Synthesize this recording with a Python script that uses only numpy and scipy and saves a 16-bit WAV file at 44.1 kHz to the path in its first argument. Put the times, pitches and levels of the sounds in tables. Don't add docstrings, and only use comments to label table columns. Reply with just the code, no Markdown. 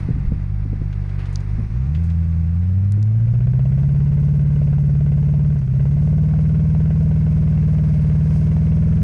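import sys
import numpy as np
from scipy import signal
from scipy.fft import rfft, irfft
from scipy.io import wavfile
from scipy.ndimage import uniform_filter1d

SR = 44100
rng = np.random.default_rng(int(sys.argv[2]) if len(sys.argv) > 2 else 0)


def output_pcm(signal):
    pcm = np.clip(np.atleast_2d(signal).T, -1, 1) * 32767
    wavfile.write(sys.argv[1], SR, np.round(pcm).astype(np.int16))


N = 398223
TIME = np.arange(N) / SR

# t/s, firing rate f/Hz
FIRING = [(0.0, 47.03), (0.16, 44.68), (0.63, 51.29), (1.32, 47.23), (1.7, 55.04), (2.0, 82.95),
          (2.46, 81.6), (2.94, 102.13), (3.83, 139.88), (4.33, 144.89), (4.92, 142.87), (5.53, 146.77),
          (5.66, 128.92), (6.06, 150.77), (6.54, 155.72), (7.25, 155.16), (8.15, 151.84), (9.03, 161.55)]
CRUISE_HZ = 150


def firing_rate():
    return curve(FIRING)


def octaves():
    return np.log2(firing_rate() / CRUISE_HZ)


FAULT_START_S, FAULT_ONSET_S, FAULT_DEPTH, FAULT_GROWTH_PER_S = 3.06, 0.26, 0.99, 0.035


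def misfire():
    since = TIME - FAULT_START_S
    onset = np.clip(since / FAULT_ONSET_S, 0, 1)
    return onset * (FAULT_DEPTH + FAULT_GROWTH_PER_S * since)


# t/s, half width/s, drop in level/dB
STUMBLES = [(1.69, .035, 3.5), (5.645, .08, 3.5)]


def stumble_db():
    return -sum(db * swell(s, width) for s, width, db in STUMBLES)


# lateness/firing intervals, healthy pulse size, failing pulse size,
# failing rasp level/dB (sizes and levels relative to each other)
CYLINDERS = [(.01, .93, .61, -2), (0, 1.18, .87, -4), (-.02, .87, 1.0, -8), (-.01, 1.0, .9, -6),
             (-.02, 1.02, -.3, -18), (.055, .88, 1.04, 3), (-.01, .93, .36, 1), (-.015, 1.07, 1.31, -1)]


def firings(crank, healthy, failing, shape, scatter):
    late, fault = np.array(CYLINDERS)[:, 0], misfire()
    chance, out = rng.standard_normal(N), np.zeros(N)
    for step in (-1, 0, 1):
        number = np.floor(crank).astype(int) + step
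        cylinder = number % len(late)
        size = healthy[cylinder] + fault * (failing - healthy)[cylinder]
        pulse = shape(crank - number - late[cylinder])
        out += size * (1 + scatter * chance[number]) * pulse
    return out


# f/Hz, relative level/dB
PIPE = [(15, -40.5), (35, -7.5), (55, -1), (80, 0.5), (115, 6.5), (150, 4), (195, -6), (225, -10),
        (260, -29.5), (300, -50.5), (420, -89.5), (700, -100)]
BOOM_DB, BOOM_DB_PER_OCTAVE, FULL_LOAD_HZ = -14.8, 6.5, 103


def exhaust_boom(crank, blowdown=0.11, uneven=0.04):
    _, healthy, failing, _ = np.transpose(CYLINDERS)
    speed = firing_rate()

    def blow(u):
        return np.maximum(u, 0) * np.exp(-abs(u) / blowdown)

    pulses = firings(crank, healthy, failing, blow, uneven * speed.max() / speed)
    boom = steady(colour(pulses - pulses.mean(), PIPE))
    below_full_load = np.minimum(np.log2(speed / FULL_LOAD_HZ), 0)
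    return amp(BOOM_DB + BOOM_DB_PER_OCTAVE * below_full_load + stumble_db()) * boom


# f/Hz, relative level/dB
RASP = [(160, -36.5), (270, -12), (340, -6.5), (420, -2), (490, -5), (580, -1), (660, -2), (800, -17.5),
        (920, -12), (1080, -14.5), (1230, -22), (1520, -11.5), (1760, -22.5), (2050, -17.5), (2350, -24),
        (2600, -20), (3600, -32)]
RASP_DB, RASP_DB_PER_OCTAVE = -46.5, 2.0


def exhaust_rasp(crank, lag=0.847, front_width=0.1, puff_width=0.4, front_db=-3, puff_db=-3,
                 healthy_db=-6.0, scatter=0.26, low_hz=430, stumble_share=1.3, drift_db=0.57):
    _, healthy, _, rasp_db = np.transpose(CYLINDERS)
    failing = amp(rasp_db)

    def hump(width):
        return lambda u: np.exp(-(u / width) ** 2)

    def pipe(x):
        return steady(colour(band(x, low_hz, 5200), RASP + [(8000, -71)]))

    front = firings(crank - lag, healthy, failing, hump(front_width), scatter / 2)
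    puff = firings(crank - lag - puff_width, healthy, failing, hump(puff_width), scatter)
    turbulence = puff * rng.standard_normal(N)
    level = RASP_DB + RASP_DB_PER_OCTAVE * octaves() + healthy_db * (1 - misfire())
    level = level + stumble_share * stumble_db() + drift_db * wander(4)
    return amp(level) * (amp(front_db) * pipe(front) + amp(puff_db) * pipe(turbulence))


# multiple of the cycle rate, relative level/dB
GROWL = [(10, -33), (11, -42.5), (12, -47.5), (13, -45.5), (14, -56.5), (18, -51.5), (19, -55), (21, -54),
         (22, -52), (23, -55), (28, -59.5), (30, -59), (31, -62.5), (32, -60.5), (33, -62), (35, -60.5)]
GROWL_DB, GROWL_DB_PER_OCTAVE = 1.5, 17


def growl(crank, crack=6.7, smear=0.0836, steepness=1.2, flutter=0.09):
    cycle = (crank - crack) / len(CYLINDERS)
    tones = sum(amp(db) * np.cos(2 * np.pi * k * cycle - smear * (k - 20) ** 2) for k, db in GROWL)
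    level = GROWL_DB + GROWL_DB_PER_OCTAVE * octaves() + stumble_db()
    depth = np.maximum(misfire(), 0) ** steepness
    return amp(level) * tones * depth * (1 + flutter * wander(16))


# t/s, peak level of the burst/dB
POPS = [(3.335, -35), (3.592, -28), (3.653, -31), (4.782, -34), (4.893, -35), (5.337, -36), (5.854, -29.5),
        (6.074, -32), (6.336, -31), (6.748, -28), (6.903, -30.5), (7.576, -32), (8.36, -32)]
POP_CHANCE, POP_FIRING, POP_DB, POP_SPREAD_DB = 0.5, 6.1, -36.5, 1.8


def pops(crank, length=0.03, crackle=0.1, decay=0.0044):
    out, t = np.zeros(N), np.arange(round(length * SR)) / SR
    cycle = np.floor((crank - POP_FIRING) / len(CYLINDERS))
    failing = TIME[1:] > FAULT_START_S + FAULT_ONSET_S
    at = np.flatnonzero((np.diff(cycle) > 0) & failing)
    size_db = POP_DB + stumble_db() + POP_SPREAD_DB * rng.standard_normal(N)
    at = at[rng.random(N)[at] < POP_CHANCE]
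    for s, db in POPS + list(zip(TIME[at], size_db[at])):
        burst = band(rng.standard_normal(len(t)) * np.exp(-t / 0.002), 440, 700)
        grit = unit(band(rng.standard_normal(len(t)), 510, 2200)) * np.exp(-t / decay)
        add(out, s, amp(db) * (burst / abs(burst).max() + crackle * grit))
    return out


def machinery(crank, size=8192, spread_db=7.0, shimmer=0.5):
    patterns = []
    for _ in range(2):
        spread = unit(uniform_filter1d(rng.standard_normal(size // 2 + 1), size=3))
        heights = amp(spread_db * spread)
        heights[size // 9:] = 0
        phases = np.exp(2j * np.pi * rng.random(len(heights)))
        cycle = irfft(heights * phases)
        place = crank / len(CYLINDERS) * size
        patterns.append(unit(np.interp(place, np.arange(size), cycle, period=size)))
    return unit(patterns[0] + shimmer * wander(3.1) * patterns[1])


# f/Hz, relative level/dB
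RUSH = [(150, -17), (260, -3), (350, 2.8), (500, -7.5), (700, -10.5), (950, -10), (1200, -10), (1600, -12),
        (2050, -12), (2600, -16), (3000, -26), (3400, -26), (4000, -25), (4500, -28), (5000, -28),
        (5700, -34), (7500, -39.5)]
# t/s, level/dB
RUSH_LEVEL = [(0.0, -46.5), (0.05, -51.5), (0.57, -55.5), (1.17, -52), (1.2, -48.5), (1.44, -51.5),
              (3.06, -57.5), (3.91, -53.5), (5.68, -54), (5.91, -52.5), (7.5, -51.5), (8.15, -49),
              (8.95, -51)]


def rush(crank, level_db=4.5, masked_db=-2.6, flutter_db=1.0, gears_db=-4, stumble_share=0.46):
    level = curve(RUSH_LEVEL) + level_db + masked_db * misfire()
    level = level + stumble_share * stumble_db() + flutter_db * wander(27)
    air = unit(colour(rng.standard_normal(N), RUSH))
    whirr = steady(band(machinery(crank), 460, 6000, order=1))
    whirr = steady(colour(whirr, RUSH))
    return amp(level) * unit(air + amp(gears_db) * whirr)


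# f/Hz, relative level/dB
SAND = [(2000, -25), (3000, -4.5), (3700, -8.5), (4700, -2), (6300, -0.5), (7400, -11.5), (8200, -6.5),
        (9000, -3.5), (9900, -14), (10800, -27)]
SAND_DB, SAND_PER_RUSH, SAND_DB_PER_OCTAVE, USUAL_RUSH_DB = -65.5, 0.85, 2.4, -53
SPRAY_S, SPRAY_WIDTH_S, SPRAY_DB = 8.35, 0.08, 4


def sand(crank, grain_db=2.0, flutter_db=1.1, gears_db=-4.5):
    grains = unit(rng.standard_normal(N) * amp(grain_db * rng.exponential(1, N)))
    hiss = steady(colour(grains + amp(gears_db) * machinery(crank), SAND))
    level = SAND_DB + SAND_PER_RUSH * (curve(RUSH_LEVEL) - USUAL_RUSH_DB)
    level = level + SAND_DB_PER_OCTAVE * octaves()
    level = level + SPRAY_DB * swell(SPRAY_S, SPRAY_WIDTH_S) + flutter_db * wander(34)
    return amp(level) * hiss


# t/s, peak level of the envelope/dB, pitch f/Hz, rise time/s
THUMPS = [(.087, -11.5, 167, 0.0021), (.102, -9, 126, 0.0063), (0.136, -10, 55, .0075),
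          (0.157, -28.5, 247, 0.011), (0.269, -10, 43.2, 0.01), (0.32, -10.5, 154, .0022),
          (0.651, -32, 253, 0.0096), (0.727, -24, 229, 0.0031), (.816, -20, 204, 0.0022),
          (1.583, -24.5, 216, 0.0082), (2.973, -36, 310, .012)]


def body_thumps(length=0.09, rattle=0.28, rattle_decay=0.0063, trim_hz=200):
    out, t = np.zeros(N), np.arange(round(length * SR)) / SR
    for s, db, hz, rise in THUMPS:
        blow = t / rise * np.exp(1 - t / rise) * np.sin(2 * np.pi * hz * t)
        trim = unit(band(rng.standard_normal(len(t)), 210, 450, order=3))
        trim = trim * np.exp(-t / (rise + rattle_decay))
        add(out, s, amp(db) * (blow + rattle * (hz / trim_hz) ** 3 * trim))
    return out


# f/Hz, relative level/dB
RUMBLE = [(8, -14), (25, -4.5), (45, -5.5), (90, -9), (170, -12.5), (260, -25.5), (500, -56.5), (1000, -89)]
# t/s, level/dB
SHAKE = [(0.0, -33), (0.37, -29), (0.46, -40.5), (0.83, -31.5), (0.99, -53), (1.59, -32.5), (2.45, -50)]
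SMOOTH_RUMBLE_DB = -39.5


def body_rumble(rumble_db=6):
    level = np.maximum(curve(SHAKE) + rumble_db, SMOOTH_RUMBLE_DB)
    return amp(level) * unit(colour(rng.standard_normal(N), RUMBLE))


def ticks(events, low_hz, length=0.08, crack=60, brittle=0.0015):
    out, t = np.zeros(N), np.arange(round(length * SR)) / SR
    for s, db, decay, high_hz in events:
        impulse = (t == 0) * crack * np.exp(-decay / brittle)
        force = rng.standard_normal(len(t)) * np.exp(-t / decay) + impulse
        snap = band(force, low_hz, high_hz)
        add(out, s, amp(db) * snap / abs(snap).max())
    return out


# t/s, peak level/dB, decay/s, upper band edge f/Hz
SCRAPES = [(.928, -39, .007, 3200), (1.093, -42, .009, 3600), (1.191, -38.5, .029, 2800),
           (1.255, -39, 0.012, 4400), (1.327, -46, .02, 10000), (1.404, -44, .007, 6000),
           (1.948, -35.5, 0.015, 3200), (2.036, -49, 0.037, 10000), (2.1, -43, 0.009, 3800)]


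def twig_scrapes():
    return ticks(SCRAPES, low_hz=1050)


# t/s, peak level/dB, decay/s, upper band edge f/Hz
CRACKS = [(1.358, -18.5, 0.002, 6000), (2.9223, -25.5, .00065, 11000), (3.029, -30.5, 0.0014, 7400)]


def grit_cracks():
    return ticks(CRACKS, low_hz=3800)


# centre f/Hz, level/dB (sine peak before flutter and fade)
WHINE = [(774, -59.5), (1176, -67)]


def whine(waver=0.002, flutter=0.23, fade_db=-5):
    tones = np.zeros(N)
    for hz, db in WHINE:
        turns = np.cumsum(hz * (1 + waver * wander(9.6))) / SR
        tones += amp(db) * np.sin(2 * np.pi * turns)
    return tones * (1 + flutter * wander(6)) * amp(fade_db * misfire())


def amp(db):
    return 10 ** (np.asarray(db) / 20)


def unit(x):
    return x / np.sqrt(np.mean(x ** 2) + 1e-20)


def curve(rows):
    return np.interp(TIME, *np.transpose(rows))


def swell(s, width):
    return np.exp(-((TIME - s) / width) ** 2)


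def wander(hz):
    rolloff = 1 + (np.fft.rfftfreq(N, 1 / SR) / hz) ** 4
    return unit(irfft(rfft(rng.standard_normal(N)) / rolloff, N))


def band(x, low_hz, high_hz, order=2):
    edges = [low_hz, min(high_hz, SR / 2 - 1)]
    return signal.sosfilt(signal.butter(order, edges, "band", fs=SR, output="sos"), x)


def colour(x, points, size=16384):
    hz, db = np.transpose(points)
    log_hz = np.log(abs(np.fft.fftfreq(size, 1 / SR)) + 1)
    log_gain = np.log(amp(np.interp(log_hz, np.log(hz + 1), db)))
    response = np.fft.ifft(np.exp(np.conj(signal.hilbert(log_gain)))).real
    return signal.oaconvolve(x, response[:size // 2])[:N]


def steady(x, size=7000):
    power = uniform_filter1d(uniform_filter1d(x ** 2, size), size)
    return x / np.sqrt(power + 1e-12)


def add(mix, s, sound):
    part = mix[max(round(s * SR), 0):][:len(sound)]
    part += sound[:len(part)]


def scene():
    crank = np.cumsum(firing_rate()) / SR
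    pipe_delay = 0.00089
    exhaust = exhaust_boom(crank - pipe_delay * firing_rate()) + exhaust_rasp(crank)
    exhaust = exhaust + growl(crank) + pops(crank)
    vehicle = rush(crank) + sand(crank) + body_thumps() + body_rumble()
    details = twig_scrapes() + grit_cracks() + whine()
    return (exhaust + vehicle + details)[None]


def record(dry, edge_hz=10820):
    lowpass = signal.firwin(301, edge_hz, window=("kaiser", 8), fs=SR)
    return signal.oaconvolve(dry, lowpass[None], "same")


dry = scene()
out = record(dry)
output_pcm(out)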